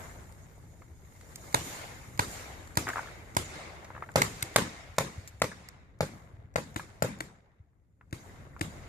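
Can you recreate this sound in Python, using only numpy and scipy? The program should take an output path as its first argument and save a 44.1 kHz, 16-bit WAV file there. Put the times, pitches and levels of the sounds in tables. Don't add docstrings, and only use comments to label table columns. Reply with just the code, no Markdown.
import sys
import numpy as np
from scipy import signal
from scipy.fft import rfft, irfft, next_fast_len
from scipy.io import wavfile
from scipy.ndimage import uniform_filter1d

SR = 44100
rng = np.random.default_rng(int(sys.argv[2]) if len(sys.argv) > 2 else 0)


def log_audio(samples):
    frames = np.atleast_2d(samples).T
    limited = np.clip(frames, -1, 1)
    pcm = np.round(limited * 32767).astype(np.int16)
    wavfile.write(sys.argv[1], SR, pcm)


N = 391608

# (time [s], level [dB])
RUMBLE_LEVEL = [(0, -49), (.9, -54.5), (2.3, -50), (5.8, -56.5), (7.1, -55), (7.55, -67), (7.98, -65),
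                (8.3, -51.5), (8.88, -49.5)]
# (time [s], rustle level [dB], murmur level [dB])
BACKGROUND_LEVEL = [(0, -55.5, -48), (.3, -66, -60), (.95, -71, -68), (1.5, -56, -54), (2.1, -61, -59.5),
                    (3.9, -69, -55), (5.3, -71, -72.5), (5.9, -91.5, -71), (7.2, -97, -70.5),
                    (7.6, -95.5, -89), (7.97, -93, -86), (8.3, -75.5, -61)]
# (frequency [Hz], density [dB per Hz])
WIND_SPECTRUM = [(15, -6.5), (35, -7.5), (65, 4.5), (115, 1), (190, -8.5), (300, -14), (600, -24),
                 (2000, -61.5)]
LEAF_SPECTRUM = [(800, -34), (2200, 0.5), (3300, -3.5), (5500, 0), (7050, 6), (8000, -1), (8700, 0),
                 (10500, -2), (12500, -2.5), (15000, -5.5)]
FAR_TREE_SPECTRUM = [(80, -7), (250, 3.5), (430, 4), (650, 5), (1200, -0.5), (2100, -3.5), (2900, -30),
                     (6000, -42.5)]
# (frequency [Hz], level [dB])
CRACKLE_SPECTRUM = [(300, -22), (750, -2.5), (1400, 0.5), (2200, -6.5), (3200, -10), (9000, -32)]
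STEMS_RE_MURMUR_DB = -8.5

# (time [s], level [dB], fade [s], brightness above 1 kHz [dB per octave])
TICKS = [(0.3223, -54, .002, 1), (1.2105, -52, .0022, 1), (1.3565, -36.5, .0025, 5),
         (2.673, -50, .0027, -2), (2.886, -32.5, .006, -2), (3.844, -47, .008, -3.5),
         (4.116, -54, .0022, -2), (5.274, -41, .009, 2), (5.686, -42.5, 0.0019, -0.5)]
# (frequency [Hz], density [dB per Hz])
TICK_SPECTRUM = [(300, -16.5), (1200, 0), (2100, 3), (3100, -8.5), (4500, -3.5), (5700, -3), (7050, 0.5),
                 (9000, -7), (15000, -11.5)]
# (time [s], peak level [dB])
FOOTFALLS = [(0.909, -45), (4.891, -41), (5.175, -30.5), (5.34, -38.5), (6.333, -38.5), (6.384, -41),
             (6.441, -40.5), (7.596, -44)]
# (start [s], length [s], knock level before its random spread [dB], nominal pitch [Hz])
TUMBLES = [(0.818, 0, -49.5, 1260), (2.868, .031, -29.5, 1530), (2.931, 0, -33, 1800),
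           (2.956, .034, -29, 1210), (3.029, 0, -42.5, 1000), (3.058, .025, -45, 1600),
           (3.902, 0, -39.5, 1160), (3.949, .027, -40.5, 1250), (4.022, 0, -31.5, 1380),
           (4.036, 0, -41, 1400), (4.088, 0, -40.5, 1560), (5.515, 0, -39.5, 1540), (6.794, 0, -34, 1410),
           (7.73, 0, -76, 1300), (8.009, 0, -52, 1324), (8.562, 0, -43.5, 1140)]
KNOCK_GAP_S, KNOCK_SPREAD_DB = 0.012, 0.5
# (frequency [Hz], relative level [dB], time to fall 60 dB [s])
HOPPER_MODES = [(810, -6.5, 0.013), (1124, -3, 0.01), (1370, 25, 0.009), (1690, 14.5, 0.026),
                (2450, -1, 0.0093)]
# (frequency [Hz], time to fall 60 dB [s])
KNOCK_SCATTER = [(300, -16.5), (1300, 12.5), (2200, -5.5), (4000, -27.5), (12000, -37)]
KNOCK_T60 = [(300, 0.084), (8000, 0.082)]

# (time [s], push [dB], body [dB], pop [dB], gas [dB], gas brightness above 1 kHz
# [dB per octave], near scatter [dB], boom [dB], forest echo [dB], leaf echo [dB], left port lag [ms])
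SPITTING_SHOTS = [(1.5445, -28, -29, -17.5, -25, -0.5, -31, -46, -30.5, -46, 0.45),
                  (2.1933, -26, -31.5, -22.5, -26, -4, -33, -46, -33, -48.5, 0.41),
                  (2.772, -25, -29.5, -20.5, -27, -1.5, -32.5, -43, -33.5, -53, 0.43),
                  (3.367, -29.5, -39, -21.5, -25.5, -3, -32, -60, -31.5, -63, 0.39),
                  (4.2182, -41, -35, -25, -21.5, -3, -31.5, -52, -35, -58, 0.35),
                  (4.425, -34.5, -43, -49, -28, 1, -44, -56, -37, -65.5, -0.35),
                  (6.761, -35.5, -31.5, -55.5, -34.5, -4.5, -41.5, -54.5, -51, -71.5, -0.43),
                  (7.205, -48, -35.5, -47, -35, -4, -48, -57.5, -69.5, -88, -0.44),
                  (8.127, -32, -35.5, -55, -43, -3.5, -47, -49.5, -48.5, -65.5, -0.45),
                  (8.611, -29.5, -27.5, -54, -32, -4.5, -41, -43, -43, -65.5, -0.43)]
# (time [s], push [dB], pop [dB], gas [dB], gas brightness above 1 kHz
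# [dB per octave], near scatter [dB], boom [dB], forest echo [dB], leaf echo [dB], left port lag [ms])
BARKING_SHOTS = [(4.1578, -30.5, -18, -25, -0.5, -27.5, -40, -42, -61, 0.19),
                 (4.5604, -40, -19, -19.5, -0.5, -26.5, -44, -39.5, -68, 0.09),
                 (4.983, -35.5, -23, -25, -1, -30.5, -44, -43.5, -67, 0.0),
                 (5.4181, -36, -23.5, -24.5, -2, -34, -46.5, -45.5, -73, -0.1),
                 (6.007, -30.5, -22, -33, -1.5, -37, -38, -60, -68, -0.172),
                 (6.5586, -36, -22.5, -31, -4, -37.5, -42, -60, -69, -0.36),
                 (7.023, -31, -20.5, -34.5, 2, -34.5, -35.5, -58, -76, -0.403)]
# (frequency [Hz], density [dB per Hz])
SPITTING_GAS = [(400, -8.5), (900, -9), (1500, 0.5), (2250, -3), (3100, -9), (4500, -4), (5800, -9.5),
                (7100, -4.5), (9500, -7), (12500, -14), (15000, -6.5)]
BARKING_GAS = [(400, -17), (900, -1.5), (1350, -2.5), (2100, -6.5), (3000, -12.5), (4800, -7.5),
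               (5900, -13.5), (7100, -9), (9500, -16), (15000, -21.5)]
# (frequency [Hz], level against the pop [dB])
BARREL_OVERTONES = [(830, -7), (1350, -7), (1680, -24)]
# (frequency [Hz], density [dB per Hz])
SPITTING_SCATTER = [(40, -4.5), (100, 21), (200, -3), (330, 10), (600, 4.5), (1100, 4.5), (2100, 0.5),
                    (3100, -3), (5500, -4.5), (7100, -2.5), (9500, -6), (14500, -10)]
BARKING_SCATTER = [(40, -2), (110, 8), (180, 15), (330, 7), (520, 11.5), (760, 1), (950, 9.5), (1300, 2.5),
                   (1700, 4), (3100, -4.5), (5500, -5.5), (7200, -6.5), (9500, -8), (14500, -12)]
FOREST_SPECTRUM = [(40, -16.5), (105, 8.5), (240, -2), (430, 3), (680, 6.5), (1300, 2.5), (2100, 2),
                   (3100, -3.5), (5600, -2.5), (7000, -3), (9600, -4.5), (12600, -17.5), (15000, -22.5)]
BOOM_SPECTRUM = [(40, -27), (100, -8), (175, -3.5), (290, -6.5), (400, -8), (800, -33.5), (3000, -74)]
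# (frequency [Hz], time to fall 60 dB [s])
SCATTER_T60 = [(100, 0.4), (250, .45), (600, 0.27), (2000, 0.37), (7000, 0.39), (14000, 0.19)]
FOREST_T60 = [(100, 0.73), (600, 0.99), (2000, 1.127), (7000, 0.69), (14000, 0.3)]
BOOM_T60 = [(150, 0.76), (400, 0.12)]
# (delay before a small jitter [s], level [dB])
PLANK_ECHOES = [(.0165, -16.5), (.0232, -7.5), (.0305, -13.5), (.04, -21), (.061, -28)]
WALL_S, WALL_DB = .019, -3.5
TREE_LINE_S, TREE_SWELL_S = 0.15, 0.11
LEAF_FALL_DB_PER_S, ROLL_FALL_DB_PER_S = 76, 51
ROLL_RE_PUSH_DB = -25.5

# (frequency [Hz], width [Hz], level [dB])
PORT_MODES = [(2150, 280, 3.5), (3730, 220, 4), (7050, 380, 5), (8680, 260, 4), (11800, 600, 3)]
# (frequency [Hz], left minus right [dB])
PORT_BALANCE = [(60, 1.3), (250, 1.5), (900, 2), (2000, 2.5), (4500, -3.5), (9000, 0)]
PORTS_APART_S = 0.00052
EDGE_HZ = 14700


def amp(db):
    return 10 ** (np.asarray(db) / 20)


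def unit(x):
    return x / np.sqrt(np.mean(x ** 2) + 1e-20)


def over(x, seconds):
    return x * np.sqrt(seconds * SR / (np.sum(x ** 2) + 1e-20))


def read(points, hz):
    f, value = np.transpose(points)
    return np.interp(np.log(hz + 1), np.log(f + 1), value)


def level(curve, column=1):
    columns = np.transpose(curve)
    return amp(np.interp(np.arange(N) / SR, columns[0], columns[column]))


def add(mix, s, sound):
    start = max(round(s * SR), 0)
    part = mix[:, start:][:, :sound.shape[-1]]
    part += sound[..., :part.shape[1]]


def colour(x, points, tilt_db=0):
    hz = abs(np.fft.fftfreq(len(x), 1 / SR))
    tilt = tilt_db * np.log2(np.maximum(hz, 1000) / 1000)
    log_gain = np.log(amp(read(points, hz) + tilt))
    response = np.exp(signal.hilbert(log_gain).conj())
    return np.fft.ifft(np.fft.fft(x) * response).real


def ports(x, lag_ms, shade_db=6.0):
    hz = np.fft.rfftfreq(len(x), 1 / SR)
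    side = np.array([[1], [-1]])
    shadow_db = -side * shade_db * lag_ms * hz / (hz + 2500)
    delay = np.exp(-1j * np.pi * hz * side * lag_ms / 1000)
    return irfft(rfft(x) * amp(shadow_db) * delay, len(x))


def diffuse(count, points, t60=None, patchy_db=3.0, size=512, flicker_db=1.03):
    hop = size // 4
    hz = np.fft.rfftfreq(size, 1 / SR)
    t = np.arange(count // hop + 5)[:, None] * hop / SR
    a, b, c, d, patches = np.moveaxis(rng.standard_normal((len(t), len(hz), 5)), 2, 0)
    same = np.sinc(2 * hz * PORTS_APART_S)
    left = a + 1j * b
    right = same * left + np.sqrt(1 - same ** 2) * (c + 1j * d)
    flicker = unit(uniform_filter1d(rng.standard_normal(t.shape), size=4, axis=0)) / (1 + hz / 4000)
    patches = uniform_filter1d(patches, size=9, axis=0)
    patches = unit(uniform_filter1d(patches, size=4, axis=1))
    gain_db = read(points, hz) + patchy_db * patches + flicker_db * flicker
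    z = np.array([left, right]) * amp(gain_db)
    z = z / np.sqrt(np.sum(amp(read(points, hz)) ** 2)) * np.sqrt(3 / 2)
    if t60:
        z = z * amp(-60 * t / read(t60, hz))
    return signal.istft(z.swapaxes(1, 2), nperseg=size, noverlap=size - hop)[1][:, :count]


def swing(t, hz, rise):
    u = np.maximum(t, 0) / rise
    return u ** 2 * np.exp(-2 * u) * np.sin(2 * np.pi * hz * t)


def wind():
    lowpass = signal.butter(2, 55, fs=SR, output="sos")
    eddies = unit(signal.sosfilt(lowpass, rng.standard_normal((2, N))))
    rumble = diffuse(N, WIND_SPECTRUM, patchy_db=0.0, size=2048)
    return (rumble + eddies * amp(-0.5)) * level(RUMBLE_LEVEL)


def crackle(per_s=120, spread_db=2.5):
    sizes = amp(spread_db * np.minimum(rng.exponential(1, (2, N)), 4))
    sizes = sizes * (rng.random((2, N)) < per_s / SR)
    grain = colour(signal.unit_impulse(1024), CRACKLE_SPECTRUM)
    return unit(signal.oaconvolve(sizes, grain[None])[:, :N])


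def tree_line(hits, fall_db_per_s):
    power = np.zeros((1, N))
    late = np.arange(SR * 3 // 2) / SR - TREE_LINE_S
    swell = np.exp(-(np.minimum(late, 0) / TREE_SWELL_S) ** 2)
    echo = swell * amp(-fall_db_per_s * np.maximum(late, 0))
    for s, db in hits:
        add(power, s, (amp(db) * echo) ** 2)
    return np.sqrt(power)


def field():
    shots = SPITTING_SHOTS + BARKING_SHOTS
    leaf_hits = [(s, leaf_db) for s, *_, leaf_db, lag_ms in shots]
    trunk_hits = [(s, push_db + ROLL_RE_PUSH_DB) for s, push_db, *_ in shots]
    hiss = tree_line(leaf_hits, LEAF_FALL_DB_PER_S)
    roll = tree_line(trunk_hits, ROLL_FALL_DB_PER_S)
    leaves = diffuse(N, LEAF_SPECTRUM, patchy_db=2.5)
    trees = diffuse(N, FAR_TREE_SPECTRUM, patchy_db=3.0) + crackle() * amp(STEMS_RE_MURMUR_DB)
    rustle = leaves * np.hypot(level(BACKGROUND_LEVEL), hiss)
    murmur = trees * np.hypot(level(BACKGROUND_LEVEL, column=2), roll)
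    return rustle + murmur


def tick(fade=0.0013, tilt_db=0):
    t = (np.arange(2048) - 64) / SR
    burst = rng.standard_normal(len(t)) * (t >= 0) * np.exp(-abs(t) / fade)
    return over(colour(burst, TICK_SPECTRUM, tilt_db), 0.0035)


def knock(hz, contact=0.0021, spread=.08):
    t = np.arange(2048) / SR
    shell = np.zeros(len(t))
    for mode_hz, mode_db, t60 in HOPPER_MODES:
        detuned_hz = mode_hz * (hz / 1400) ** .5 * (1 + spread * rng.uniform(-1.57, 1))
        shell += amp(mode_db - 60 * t / t60) * np.sin(2 * np.pi * detuned_hz * t)
    chatter = rng.standard_normal(len(t)) * np.exp(-((t - .003) / contact) ** 2)
    ring = signal.fftconvolve(chatter, shell)[:len(t)]
    softness = signal.butter(3, min(2.3 * hz, 8000), fs=SR, output="sos")
    return over(signal.sosfilt(softness, ring), 0.0029)


def small_sounds():
    mix, t = np.zeros((2, N)), np.arange(4096) / SR
    for s, db, fade, tilt_db in TICKS:
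        add(mix, s, ports(tick(fade, tilt_db), rng.uniform(-0.293, 0.27)) * amp(db))
    for start, length, db, hz in TUMBLES:
        count = 1 + round(abs(length) / KNOCK_GAP_S)
        for s in np.linspace(start, start + length, count):
            knock_db = db + KNOCK_SPREAD_DB * rng.uniform(-0.84, 1)
            add(mix, s, ports(knock(hz), 0.06) * amp(knock_db))
            add(mix, s + 0.0067, diffuse(len(t), KNOCK_SCATTER, KNOCK_T60) * amp(db - 11.5))
    bump = swing(t, hz=89, rise=0.0084)
    for s, db in FOOTFALLS:
        add(mix, s, ports(bump / abs(bump).max(), 0) * amp(db))
    return mix


def gas(t, points, tilt_db, hold, fade, shock, exit_s):
    jet = rng.standard_normal(len(t)) * (t >= 0) * np.exp(-np.maximum(t - hold, 0) / fade)
    jet[np.argmax(t >= 0)] += shock
    jet[np.argmax(t >= exit_s * rng.uniform(.85, 1.15))] -= shock
    return over(colour(jet, points, tilt_db), 0.013)


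def pop(t, hz, ring, gap, second):
    def blow(u):
        return (u >= 0) * np.exp(-abs(u) / ring) * np.sin(2 * np.pi * hz * u)
    return over(blow(t) + second * blow(t - gap), 0.0047)


def surroundings(mix, s, scatter, near_db, boom_db, far_db, near_rise, far_rise):
    t = np.arange(SR * 3 // 5) / SR
    near = diffuse(len(t), scatter, SCATTER_T60) * (1 - np.exp(-t / near_rise))
    add(mix, s + .006, amp(near_db) * near)
    boom = diffuse(len(t), BOOM_SPECTRUM, BOOM_T60, size=1024) * (1 - np.exp(-t / 0.0092))
    add(mix, s + 0.022, amp(boom_db) * boom)
    t = np.arange(SR * 5 // 4) / SR
    far = diffuse(len(t), FOREST_SPECTRUM, FOREST_T60, patchy_db=2.5)
    add(mix, s + 0.046, amp(far_db) * far * (1 - np.exp(-(t / far_rise) ** 2)))


def spitting_marker():
    mix, lead = np.zeros((2, N)), 128 / SR
    t = np.arange(4096) / SR - lead
    for (s, push_db, body_db, pop_db, gas_db, tilt_db,
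         near_db, boom_db, far_db, _, lag_ms) in SPITTING_SHOTS:
        push = -over(swing(t, hz=109, rise=0.0046), 0.0087) * amp(push_db)
        barrel = pop(t, hz=964, ring=.0016, gap=.0021, second=1.0) * amp(pop_db)
        body = pop(t, hz=320, ring=0.0063, gap=0.0036, second=0.95) * amp(body_db)
        jet = gas(t, SPITTING_GAS, tilt_db, hold=0.0043, fade=.0013, shock=1.8, exit_s=0.0041)
        jet = jet * amp(gas_db)
        add(mix, s - lead, ports(push + barrel + body + jet, lag_ms, shade_db=6.5))
        add(mix, s - .0185, ports(tick(fade=0.0026), lag_ms) * amp(gas_db - 21))
        surroundings(mix, s, SPITTING_SCATTER, near_db, boom_db, far_db, near_rise=.003, far_rise=0.18)
    return mix


def barking_marker():
    mix, lead = np.zeros((2, N)), 128 / SR
    t = np.arange(4096) / SR - lead
    for (s, push_db, pop_db, gas_db, tilt_db,
         near_db, boom_db, far_db, _, lag_ms) in BARKING_SHOTS:
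        push = -over(swing(t, hz=128, rise=0.005), 0.018) * amp(push_db)
        barrel = pop(t, hz=636, ring=0.0014, gap=.0016, second=1.0) * amp(pop_db)
        overtone = sum(pop(t, hz=hz, ring=0.0042, gap=0.0013, second=0.22) * amp(pop_db + db)
                       for hz, db in BARREL_OVERTONES)
        jet = gas(t - .0005, BARKING_GAS, tilt_db, hold=0.0043, fade=0.0013, shock=4, exit_s=0.003)
        jet = jet * amp(gas_db)
        add(mix, s - lead, ports(push + barrel + overtone + jet, lag_ms, shade_db=13.5))
        slap = pop(t, hz=560, ring=0.0022, gap=.0019, second=0.93) * amp(pop_db)
        slap = slap + .5 * overtone + 0.53 * jet
        for delay, echo_db in PLANK_ECHOES:
            arrival = s - lead + delay + rng.normal(0, 0.0004)
            add(mix, arrival, ports(slap, rng.uniform(-0.059, 0.2)) * amp(echo_db))
        add(mix, s - lead + WALL_S, ports(push, 0) * amp(WALL_DB))
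        add(mix, s - .0195, ports(tick(fade=.003), lag_ms) * amp(gas_db - 32))
        surroundings(mix, s, BARKING_SCATTER, near_db, boom_db, far_db, near_rise=0.0026, far_rise=0.14)
    return mix


def microphone(x):
    size = next_fast_len(N + 4096)
    hz = np.fft.rfftfreq(size, 1 / SR)
    ducts = 1 + sum((amp(db) - 1) / (1 + 2j * (hz - f) / width) for f, width, db in PORT_MODES)
    balance = amp(np.array([[.5], [-.5]]) * read(PORT_BALANCE, hz))
    heard = irfft(rfft(x, size) * ducts * balance, size)[:, :N]
    bass_cut = signal.butter(2, 50, "highpass", fs=SR, output="sos")
    return signal.sosfilt(bass_cut, heard)


def scene():
    return wind() + field() + small_sounds() + spitting_marker() + barking_marker()


def record(dry):
    band_limit = signal.firwin(255, EDGE_HZ, window=("kaiser", 8), fs=SR)
    return signal.oaconvolve(microphone(dry), band_limit[None], "same")


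dry = scene()
out = record(dry)
log_audio(out)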